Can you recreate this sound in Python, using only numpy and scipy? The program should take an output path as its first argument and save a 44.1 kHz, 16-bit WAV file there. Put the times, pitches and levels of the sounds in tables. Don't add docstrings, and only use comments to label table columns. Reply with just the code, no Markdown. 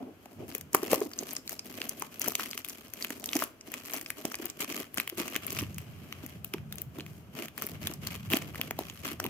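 import sys
import numpy as np
from scipy import signal
from scipy.fft import rfft, irfft, next_fast_len
from scipy.io import wavfile
from scipy.ndimage import uniform_filter1d

SR = 44100
rng = np.random.default_rng(int(sys.argv[2]) if len(sys.argv) > 2 else 0)


def digitize_waveform(pressure):
    field = np.atleast_2d(pressure).T
    bounded = np.clip(field, -1, 1)
    quanta = np.round(bounded * 32767).astype(np.int16)
    wavfile.write(sys.argv[1], SR, quanta)


N = 409688

# pitch_hz [Hz], density_db [dB per Hz]
HUSH_SPECTRUM = [(30, 11), (80, 15.5), (280, -7), (600, 0), (1700, -2.5), (2500, -73), (4500, -47),
                 (8000, -87), (16000, -64)]
# time_s [s], level_db [dB]
RUMBLE_LEVEL = [(0.0, -54), (0.32, -65), (0.42, -43), (0.55, -54.5), (0.9, -53), (1.05, -59.5), (2.42, -57),
                (2.79, -64), (4.1, -60.5), (5.1, -60), (5.21, -54), (5.3, -59), (5.58, -38.5),
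                (6.17, -45.5), (7.1, -46), (7.62, -54), (7.86, -38), (8.35, -41.5), (8.94, -48.5),
                (9.28, -41)]
# pitch_hz [Hz], width_hz [Hz], one_pass_db [dB]
ROOM_MODES = [(74.9, 41.2, -2), (107.8, 42.3, 0.5), (151, 35.2, -0.5), (217.2, 47, -6)]
# start_s [s], hold_s [s], crackle_db [dB], sheet_rustle_db [dB], parcel_boom_db [dB]
SCISSOR_PUSHES = [(0, 0.017, -81, -68, -38), (0.068, 0.022, -88, -79, -44), (0.226, 0.016, -64, -70, -67),
                  (0.321, 0.011, -57, -66, -51), (0.4, 0.037, -64, -57.5, -41),
                  (0.491, 0.066, -50, -55, -49), (0.747, 0.029, -50, -53, -43),
                  (0.834, 0.043, -47, -45, -42), (0.915, 0.026, -34.5, -38.5, -36.5),
                  (0.973, 0.15, -56.5, -67, -56), (1.022, 0.034, -49, -57, -46),
                  (1.183, 0.059, -48, -53.5, -47.5), (1.274, 0.078, -46.5, -51, -53.5),
                  (1.481, 0.059, -46.5, -54.5, -51.5), (1.654, 0.23, -52, -56, -54),
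                  (1.764, 0.15, -51, -50, -48.5), (1.976, 0.077, -52, -54, -53),
                  (2.132, 0.032, -52, -52, -55.5), (2.214, 0.09, -44, -46, -46.5),
                  (2.397, 0.046, -41, -42.5, -48.5), (2.492, 0.23, -48.5, -53.5, -56.5),
                  (2.747, 0.28, -55.5, -58, -78), (3.012, 0.12, -48, -51, -52),
                  (3.18, 0.1, -49.5, -57, -49.5), (3.336, 0.095, -40.5, -43.5, -45.5),
                  (3.674, 0.1, -54.5, -52.5, -51.5), (3.788, 0.12, -48, -52.5, -57),
                  (3.893, 0.075, -43, -44, -45.5), (3.99, 0.13, -54, -61, -60),
                  (4.18, 0.14, -51.5, -53.5, -51.5), (4.393, 0.084, -50, -49, -48.5),
                  (4.601, 0.036, -40.5, -40, -45.5), (4.699, 0.11, -42, -42.5, -43),
                  (4.975, 0.02, -40.5, -43, -43), (5.063, 0.026, -66, -74, -71),
                  (5.179, 0.026, -39.5, -39, -41), (5.259, 0.1, -49.5, -47, -49.5),
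                  (5.436, 0.046, -51, -43.5, -48.5), (5.525, 0.088, -42, -42, -45),
                  (5.686, 0.68, -61.5, -57, -56), (5.696, 0.12, -61, -72, -69),
                  (6.238, 0.061, -58, -60, -65), (6.466, 0.017, -58, -65, -67),
                  (6.523, 0.055, -63.5, -68, -60), (6.72, 0.089, -58.5, -60.5, -54),
                  (6.955, 0.057, -59.5, -58.5, -49.5), (7.064, 0.13, -61, -68, -66),
                  (7.367, 0.061, -46.5, -44, -42.5), (7.585, 0.12, -49, -50.5, -49),
                  (7.725, 0.032, -63, -52.5, -49.5), (7.829, 0.088, -48, -48, -50),
                  (8.037, 0.13, -50, -47.5, -51), (8.205, 0.071, -57.5, -54.5, -61),
                  (8.319, 0.046, -38.5, -38, -39.5), (8.407, 0.1, -57.5, -53.5, -50),
                  (8.542, 0.13, -54, -52, -51.5), (8.788, 0.11, -51, -51.5, -57),
                  (8.961, 0.023, -49.5, -53, -63), (9.054, 0.052, -44, -41, -44.5),
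                  (9.227, 0.09, -54, -56, -44.5)]
# crackle_db, rustle_db, boom_db [dB]
HELD_LEVELS = [-68.5, -64, -56.5]
# pitch_hz [Hz], width_hz [Hz], level_db [dB]
SHEET_MODES = [(1132, 257, -1), (1910, 1050, 4.5), (2410, 1800, 4.5), (3320, 525, 1)]
# pitch_hz [Hz], width_hz [Hz], one_pass_db [dB]
PARCEL_MODES = [(240.3, 134.5, 0), (396, 162, 0.5), (661, 321, -3.5), (1230, 480, -20.5)]
# peak_s [s], level_db [dB], pitch_hz [Hz], fall_s [s]
PARCEL_KNOCKS = [(0.029, -32.5, 269, 0.011), (0.26, -36.5, 734, 0.0015), (0.553, -31, 437, 0.0017),
                 (0.749, -15, 370, 0.0027), (0.833, -19, 388, 0.003), (0.923, -18, 500, 0.001),
                 (0.933, -9, 530, 0.0017), (0.943, -28, 260, 0.0023), (0.98, -26, 308, 0.0029),
                 (0.996, -29, 340, 0.0029), (1.018, -15.5, 390, 0.0032), (1.064, -30.5, 300, 0.0062),
                 (1.228, -27.5, 620, 0.0011), (2.024, -26.5, 820, 0.0009), (2.28, -24, 674, 0.00088),
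                 (2.297, -38, 330, 0.0015), (2.354, -34, 676, 0.0016), (3.107, -29, 284, 0.0029),
                 (3.286, -36, 320, 0.002), (3.36, -18.5, 305, 0.0053), (3.423, -23.5, 680, 0.002),
                 (3.943, -38, 305, 0.0034), (4.253, -21, 310, 0.0031), (4.401, -30.5, 332, 0.0051),
                 (4.451, -35.5, 358, 0.011), (4.603, -33, 342, 0.0029), (4.716, -33, 330, 0.0033),
                 (4.983, -30, 270, 0.003), (5.128, -31.5, 353, 0.0043), (5.188, -29.5, 313, 0.0025),
                 (5.204, -24, 229, 0.0035), (5.212, -28, 350, 0.0053), (5.363, -26, 273, 0.0025),
                 (5.626, -27.5, 300, 0.005), (6.239, -34, 320, 0.0032), (6.545, -22, 347, 0.003),
                 (6.988, -25.5, 320, 0.0029), (7.355, -35, 220, 0.003), (7.396, -33, 347, 0.01),
                 (7.902, -32, 313, 0.0042), (8.317, -27, 314, 0.0054), (8.329, -37, 270, 0.0027),
                 (8.341, -14, 290, 0.0026), (8.37, -30, 295, 0.0054), (8.597, -26, 354, 0.00079),
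                 (8.71, -27.5, 790, 0.0014), (8.791, -20, 580, 0.00052), (8.811, -28, 705, 0.00082),
                 (9.118, -30, 310, 0.0041), (9.2, -29.5, 650, 0.0014), (9.251, -27.5, 363, 0.0035)]
# peak_s [s], crack_db [dB], crack_hz [Hz], sizzle_db [dB], sheet_ring_db [dB], sheet_ring_hz [Hz]
TAPE_SNAPS = [(0.2577, -47, 7400, -46, -44, 2300), (0.5505, -28.5, 7500, -20.5, -26, 2470),
              (0.563, -50, 5800, -43, -48, 1700), (0.5817, -41, 6640, -31, -52, 1020),
              (0.6115, -36, 8800, -32, -39.5, 3130), (0.732, -30, 8700, -29, -43, 1850),
              (0.748, -17.5, 7200, -12.5, -13.5, 1100), (0.7533, -36, 7200, -21, -21.5, 980),
              (0.7675, -35, 6000, -31, -38, 1810), (0.832, -36, 5270, -27.5, -45, 750),
              (0.8713, -37, 5400, -45, -46, 2270), (0.9319, -27, 8900, -18, -14.5, 750),
              (0.9434, -25, 6540, -18, -25, 1050), (1.0049, -38, 6600, -37, -49, 830),
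              (1.1155, -42, 6500, -49, -36.5, 1920), (1.1353, -34, 4700, -40, -41, 2800),
              (1.1898, -22, 6440, -39, -42, 3530), (1.3088, -32, 6700, -38, -40, 1970),
              (1.3332, -45, 9500, -25.5, -43, 750), (1.3663, -23.5, 5300, -55, -36, 2110),
              (1.4773, -32, 4230, -34, -35.5, 2860), (1.4946, -31, 6800, -27, -33, 2130),
              (1.529, -37, 5400, -35, -41, 750), (1.5935, -27.5, 5100, -45, -33.5, 2400),
              (1.8171, -34, 4430, -41, -23, 2850), (1.8937, -26.5, 6350, -20.5, -43, 2930),
              (1.9972, -47, 8600, -30, -58, 3480), (2.0226, -30, 6500, -29, -23.5, 1040),
              (2.1966, -44, 9000, -23.5, -47, 2450), (2.2172, -23, 6540, -21, -27, 2400),
              (2.2433, -30, 6400, -34, -31.5, 1390), (2.2615, -42, 6600, -33, -31, 1490),
              (2.2785, -37, 6400, -23, -30.5, 730), (2.2834, -23, 9400, -15.5, -32, 790),
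              (2.3207, -32, 6100, -29, -35, 1170), (2.3535, -20, 6200, -21, -21, 3170),
              (2.3966, -40, 5600, -29, -25.5, 1240), (2.4236, -46, 8900, -36, -33, 2430),
              (2.5122, -30, 4830, -34, -36, 3100), (2.5323, -39, 4200, -40, -28, 2820),
              (2.5774, -30.5, 6300, -28, -26.5, 2700), (2.6476, -36, 3620, -29, -31, 3100),
              (2.6867, -40, 7900, -29, -37, 2310), (2.6971, -32, 6200, -31, -53, 1720),
              (2.9372, -37, 6300, -28, -39.5, 2080), (3.0248, -24, 4700, -37, -37, 2280),
              (3.047, -35, 3900, -25, -23.5, 2670), (3.1049, -34, 6600, -26, -29, 1860),
              (3.2418, -29, 9500, -30, -30, 3180), (3.2593, -29, 6160, -28, -41, 1980),
              (3.2903, -31, 3560, -49, -28.5, 3100), (3.3325, -26.5, 5800, -26, -20, 3020),
              (3.3541, -25, 6100, -27, -33, 740), (3.3668, -24, 6100, -23, -24.5, 2140),
              (3.4012, -42, 7800, -31, -41, 2150), (3.4231, -42, 5200, -34, -18, 1120),
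              (3.4392, -30, 7500, -19, -33, 3220), (3.611, -39, 5760, -54, -45, 2240),
              (3.7188, -48, 6000, -29, -42, 1730), (3.7405, -30, 7000, -30, -26, 2390),
              (3.9357, -30, 6200, -26, -30, 1940), (3.942, -33, 8000, -26, -33, 750),
              (3.973, -32, 9500, -37, -34, 2020), (4.013, -32, 8500, -30, -37, 2010),
              (4.0622, -36, 5230, -46, -31, 2400), (4.104, -35, 7400, -23.5, -22.5, 2210),
              (4.2533, -24, 7500, -24, -24.5, 2770), (4.3178, -36, 5830, -46, -34, 1290),
              (4.3222, -41, 6400, -33, -46, 2620), (4.3441, -35, 6100, -42, -23.5, 2220),
              (4.3542, -30, 7600, -28, -40, 2730), (4.4565, -37, 6600, -22.5, -44, 1800),
              (4.5004, -30, 7360, -30.5, -38, 3320), (4.6077, -26.5, 7500, -32, -47, 1870),
              (4.7252, -34, 6000, -36, -32, 2240), (4.8, -44, 6700, -36, -42, 2250),
              (4.9436, -58, 9300, -29, -35, 2140), (4.9744, -25, 9500, -27, -24, 1520),
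              (4.9827, -30, 7200, -27, -19.5, 2800), (5.0005, -32, 4100, -26, -20, 2350),
              (5.0766, -38, 3600, -25, -24, 2830), (5.0938, -46, 9500, -31, -44, 2880),
              (5.0985, -34.5, 6500, -30, -28.5, 2840), (5.1993, -30, 6800, -26, -35, 3050),
              (5.2807, -34, 6300, -34, -30, 2530), (5.3459, -49, 5600, -53, -30.5, 2190),
              (5.3549, -35, 6400, -43, -23, 2280), (5.3631, -29, 6700, -22.5, -18, 2670),
              (5.4673, -44, 9500, -20.5, -47, 1880), (5.5051, -27, 8300, -25.5, -34, 3060),
              (5.5284, -37, 7800, -28, -42, 2800), (5.5889, -32, 6200, -28, -21, 2760),
              (5.5961, -27, 5800, -38, -31, 3010), (5.6046, -38, 3600, -31, -46, 3180),
              (5.7452, -42, 6500, -38, -56, 1640), (5.7831, -33, 8250, -27, -33, 2660),
              (6.1261, -40, 5900, -38, -25.5, 2450), (6.2637, -41, 6700, -32.5, -41, 2280),
              (6.4463, -51, 9500, -24, -32.5, 2900), (6.5382, -35.5, 5450, -26.5, -23, 2650),
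              (6.583, -64, 3700, -57, -38, 2350), (6.7256, -37, 3580, -28, -32, 3030),
              (6.7568, -56, 9500, -36, -48, 2260), (6.7839, -34, 6700, -37, -35, 3070),
              (6.8184, -53, 9500, -25, -39.5, 3200), (6.986, -43, 3600, -39, -55, 790),
              (6.9985, -55, 3600, -50, -35, 2780), (7.007, -40, 4200, -48, -35, 2580),
              (7.0644, -52, 6700, -40, -38, 2500), (7.4575, -39.5, 6560, -38, -35.5, 2390),
              (7.4839, -43, 3600, -37, -35, 2730), (7.5792, -40, 4500, -29.5, -32, 1650),
              (7.6223, -31, 6130, -23, -28, 1260), (7.6672, -44, 9500, -24, -41, 2270),
              (7.8719, -28.5, 3560, -21, -21.5, 3000), (7.938, -32.5, 8500, -31, -47, 3270),
              (8.0718, -27, 4430, -28, -28, 3110), (8.1605, -43, 8000, -39, -37, 3060),
              (8.3025, -43, 3600, -29, -28, 2940), (8.3286, -42, 5500, -29, -21, 2790),
              (8.3354, -34, 5600, -21, -13.5, 2680), (8.3456, -26.5, 6640, -34, -39, 2720),
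              (8.3701, -29.5, 4300, -23, -21.5, 2840), (8.4222, -40, 6200, -36, -34, 2360),
              (8.5468, -57, 5300, -46, -33.5, 1150), (8.5576, -46, 3600, -34, -32, 2000),
              (8.6144, -35, 3600, -24.5, -20.5, 3000), (8.7098, -36, 6200, -31, -24.5, 2050),
              (8.7902, -35, 4000, -23.5, -29, 790), (8.8989, -35.5, 6540, -40, -32, 2840),
              (9.0857, -37, 3560, -43, -42, 2780), (9.201, -26.5, 5700, -29, -23.5, 1480),
              (9.2419, -43, 4600, -30, -27.5, 2630), (9.2535, -40, 3900, -38, -30.5, 895),
              (9.2644, -36, 8900, -30, -27.5, 2830)]
# pitch_hz [Hz], left_db [dB], right_db [dB], likeness [0-1, before the spread power]
MIC_PORTS = [(40, 0, 0, .9), (300, 0, 0, .985), (600, 0, 0, .94), (850, -2, -2, .82),
             (1300, 1.5, -1.5, .85), (3000, 0, 0, .7), (4800, 0, 0, .25), (6700, -1, 2, .2),
             (7400, -3, 0, .5), (9300, -2, -2, .5), (10000, 2, -4, .2), (11400, 3, -6, .2),
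             (11700, 9, -4, .2), (15500, 3, -4, .2), (15900, -8, -14, .2)]

HUSH_DB = -60.5
ATTACK_DB_PER_S, RELEASE_DB_PER_S = 500, 305
KNOCK_RISE_SHARE = 0.66
ROOM_T60_S, ROOM_DB, ROOM_SOFT_HZ = 0.25, -12, 6000
RIGHT_LAG_S = 0.000084
MIC_LOW_HZ, TOP_HZ = 62, 16700
TIME_S = np.arange(N) / SR
SIZE = next_fast_len(N + SR)
FREQ = np.arange(SIZE // 2 + 1) * SR / SIZE + 1e-3


def undb(db):
    return 10 ** (np.asarray(db) / 20)


def unit(x):
    return x / np.sqrt(np.mean(x ** 2))


def noise():
    return rng.standard_normal((2, N))


def shape(x, gain):
    return irfft(rfft(x, SIZE) * gain, SIZE)[..., :N]


def band(x, lo_hz, hi_hz):
    sos = signal.butter(3, [lo_hz, hi_hz], "bandpass", fs=SR, output="sos")
    return signal.sosfilt(sos, x)


def resonances(modes):
    response = 0
    for k, (hz, width_hz, db) in enumerate(modes):
        detune = (FREQ / hz - hz / FREQ) * hz / width_hz
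        response = response + (-1) ** k * undb(db) / (1 + 1j * detune)
    return response


def walk(rate):
    k = int(SR / rate)
    steps = np.repeat(rng.standard_normal(N // k + 1), k)
    return unit(uniform_filter1d(uniform_filter1d(steps, k), k)[:N])


def bursts(s, db, rise_s, decay_s):
    kicks = np.zeros(N)
    np.add.at(kicks, np.clip((s * SR).astype(int), 0, N - 1), undb(2 * db))
    after = signal.lfilter([1], [1, -np.exp(-2 / (decay_s * SR))], kicks)
    before = signal.lfilter([1], [1, -np.exp(-2 / (rise_s * SR))], kicks[::-1])[::-1]
    return np.sqrt(np.maximum(after + before - kicks, 0))


def rings(s, db, hz, rise_s, fall_s):
    out = np.zeros((2, N + 2 * SR))
    phases = 2 * np.pi * rng.random((len(s), 2))
    peaks = (s * SR).astype(int) + SR
    for peak, gain, f, rise, fall, phase in zip(peaks, undb(db), hz, rise_s, fall_s, phases):
        k = np.arange(-int(3 * rise * SR), int(8 * fall * SR) + 1)
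        u = k / SR
        env = np.where(u < 0, .5 ** ((u / rise) ** 2), .5 ** (np.abs(u / fall) ** 1.4))
        out[:, peak + k] += gain * env * np.sin(2 * np.pi * f * u + phase[:, None])
    return out[:, SR:SR + N]


def hush():
    hz, db = np.transpose(HUSH_SPECTRUM)
    spectrum = undb(np.interp(np.log(FREQ), np.log(hz), db))
    return unit(shape(noise(), spectrum)) * undb(HUSH_DB)


def rumble():
    throbbing = noise() * undb(2.2 * walk(24.0))
    s, level_db = np.transpose(RUMBLE_LEVEL)
    return unit(shape(throbbing, resonances(ROOM_MODES) ** 2)) * undb(np.interp(TIME_S, s, level_db))


def effort():
    t = np.arange(0, N, 32) / SR
    start, hold, *push_db = np.transpose(SCISSOR_PUSHES)[:, :, None]
    swell_db = ATTACK_DB_PER_S * np.maximum(start - t, 0)
    letting_go_db = RELEASE_DB_PER_S * np.maximum(t - start - hold, 0)
    levels = []
    for db, held_db in zip(push_db, HELD_LEVELS):
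        power = undb(2 * held_db) + undb(2 * (db - swell_db - letting_go_db)).sum(axis=0)
        levels.append(np.interp(TIME_S, t, 10 * np.log10(power)))
    return levels


def handling(per_second=220, scatter_db=4.0, tint_db=6.5, calm_db=-59):
    crackle_db, rustle_db, boom_db = effort()
    count = rng.poisson(per_second * N / SR)
    s = rng.random(count) * N / SR
    size_db = -scatter_db * np.log(rng.random(count) + 1e-9)
    colour = tint_db * rng.standard_normal((4, count))
    busy = 1 / (1 + undb(3.0 * (calm_db - crackle_db)))
    catching = undb(4.5 * np.clip(walk(80.0), -1.5, 1.8))
    sheet, parcel = resonances(SHEET_MODES), resonances(PARCEL_MODES) ** 2
    layers = 0
    for tint, (rise_s, decay_s, slide, level_db, body) in zip(colour, [
            (.0002, .0006, .45, crackle_db - 6.5, lambda x: band(x, 3700, 7840)),
            (.0002, .0005, .45, crackle_db - 4, lambda x: band(x, 7900, 15200)),
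            (.0005, .0012, .55, rustle_db, lambda x: shape(x, sheet)),
            (.002, .003, .6, boom_db, lambda x: shape(x, parcel))]):
        pop_db = np.minimum(size_db + tint, 14)
        pops = unit(bursts(s, pop_db, rise_s, decay_s))
        grain = busy * (pops + slide * catching) + 1 - busy
        layers = layers + unit(body(noise() * grain)) * undb(level_db)
    return layers


def knocks():
    s, db, hz, fall_s = np.transpose(PARCEL_KNOCKS)
    rise_s = np.clip(KNOCK_RISE_SHARE * fall_s, 5e-4, .01)
    wall = rings(s, db, hz, rise_s, np.clip(fall_s, 5e-4, .01))
    shake = shape(noise() * bursts(s, db, 0.0035, 0.002), resonances(PARCEL_MODES))
    return 0.85 * wall + 2.8 * shake


def snaps():
    s, crack_db, crack_hz, sizzle_db, ring_db, ring_hz = np.transpose(TAPE_SNAPS)
    crack = bursts(s, crack_db, 0.00045, 0.00014) + 0.77 * bursts(s, crack_db, 0.0015, 0.0031)
    sizzle = bursts(s, sizzle_db, 0.000084, 0.0003) + 0.13 * bursts(s, sizzle_db, 0.0016, 0.0031)
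    rattle = bursts(s, ring_db, 0.0018, 0.0005) + 0.061 * bursts(s, ring_db, 0.00083, 0.0023)
    out = 1.06 * band(noise() * crack, 4710, 8700)
    out += 1.43 * rings(s, crack_db, crack_hz, 1.0 / crack_hz, 3.7 / crack_hz)
    out += 2.3 * band(noise() * sizzle, 9300, .45 * SR)
    out += 1.47 * shape(noise() * rattle, resonances(SHEET_MODES))
    out += 1.61 * rings(s, ring_db, ring_hz, 0.25 / ring_hz, 1.1 / ring_hz)
    return out


def room(x):
    u = np.arange(SR // 2) / SR
    decay = np.exp(-np.log(1000) * u / ROOM_T60_S)
    tail = rng.standard_normal((2, len(u))) * decay * (u > .002)
    tail = tail / np.sqrt(np.sum(tail ** 2, axis=1, keepdims=True))
    return undb(ROOM_DB) * shape(x, rfft(tail, SIZE) / (1 + 1j * FREQ / ROOM_SOFT_HZ))


def ports(paths, spread):
    hz, *cols = np.transpose(MIC_PORTS)
    left_db, right_db, alike = (np.interp(np.log(FREQ), np.log(hz), c) for c in cols)
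    alike = np.clip(alike, 0, 1) ** spread
    one, other = rfft(paths, SIZE)
    later = np.exp(-2j * np.pi * FREQ * RIGHT_LAG_S) * one
    right = alike * later + np.sqrt(1 - alike ** 2) * other
    return irfft(np.array([undb(left_db) * one, undb(right_db) * right]), SIZE)[:, :N]


def scene():
    rustle = handling()
    hits = knocks() + snaps()
    wide = rustle + room(hits + rustle) + hush()
    return ports(hits, 0.86) + ports(rumble(), 3.1) + ports(wide, 7.7)


def record(dry):
    lean = shape(dry, 1 / (1 - 1j * MIC_LOW_HZ / FREQ) ** 2)
    return signal.sosfilt(signal.ellip(10, .2, 80, TOP_HZ, fs=SR, output="sos"), lean)


dry = scene()
out = record(dry)
digitize_waveform(out)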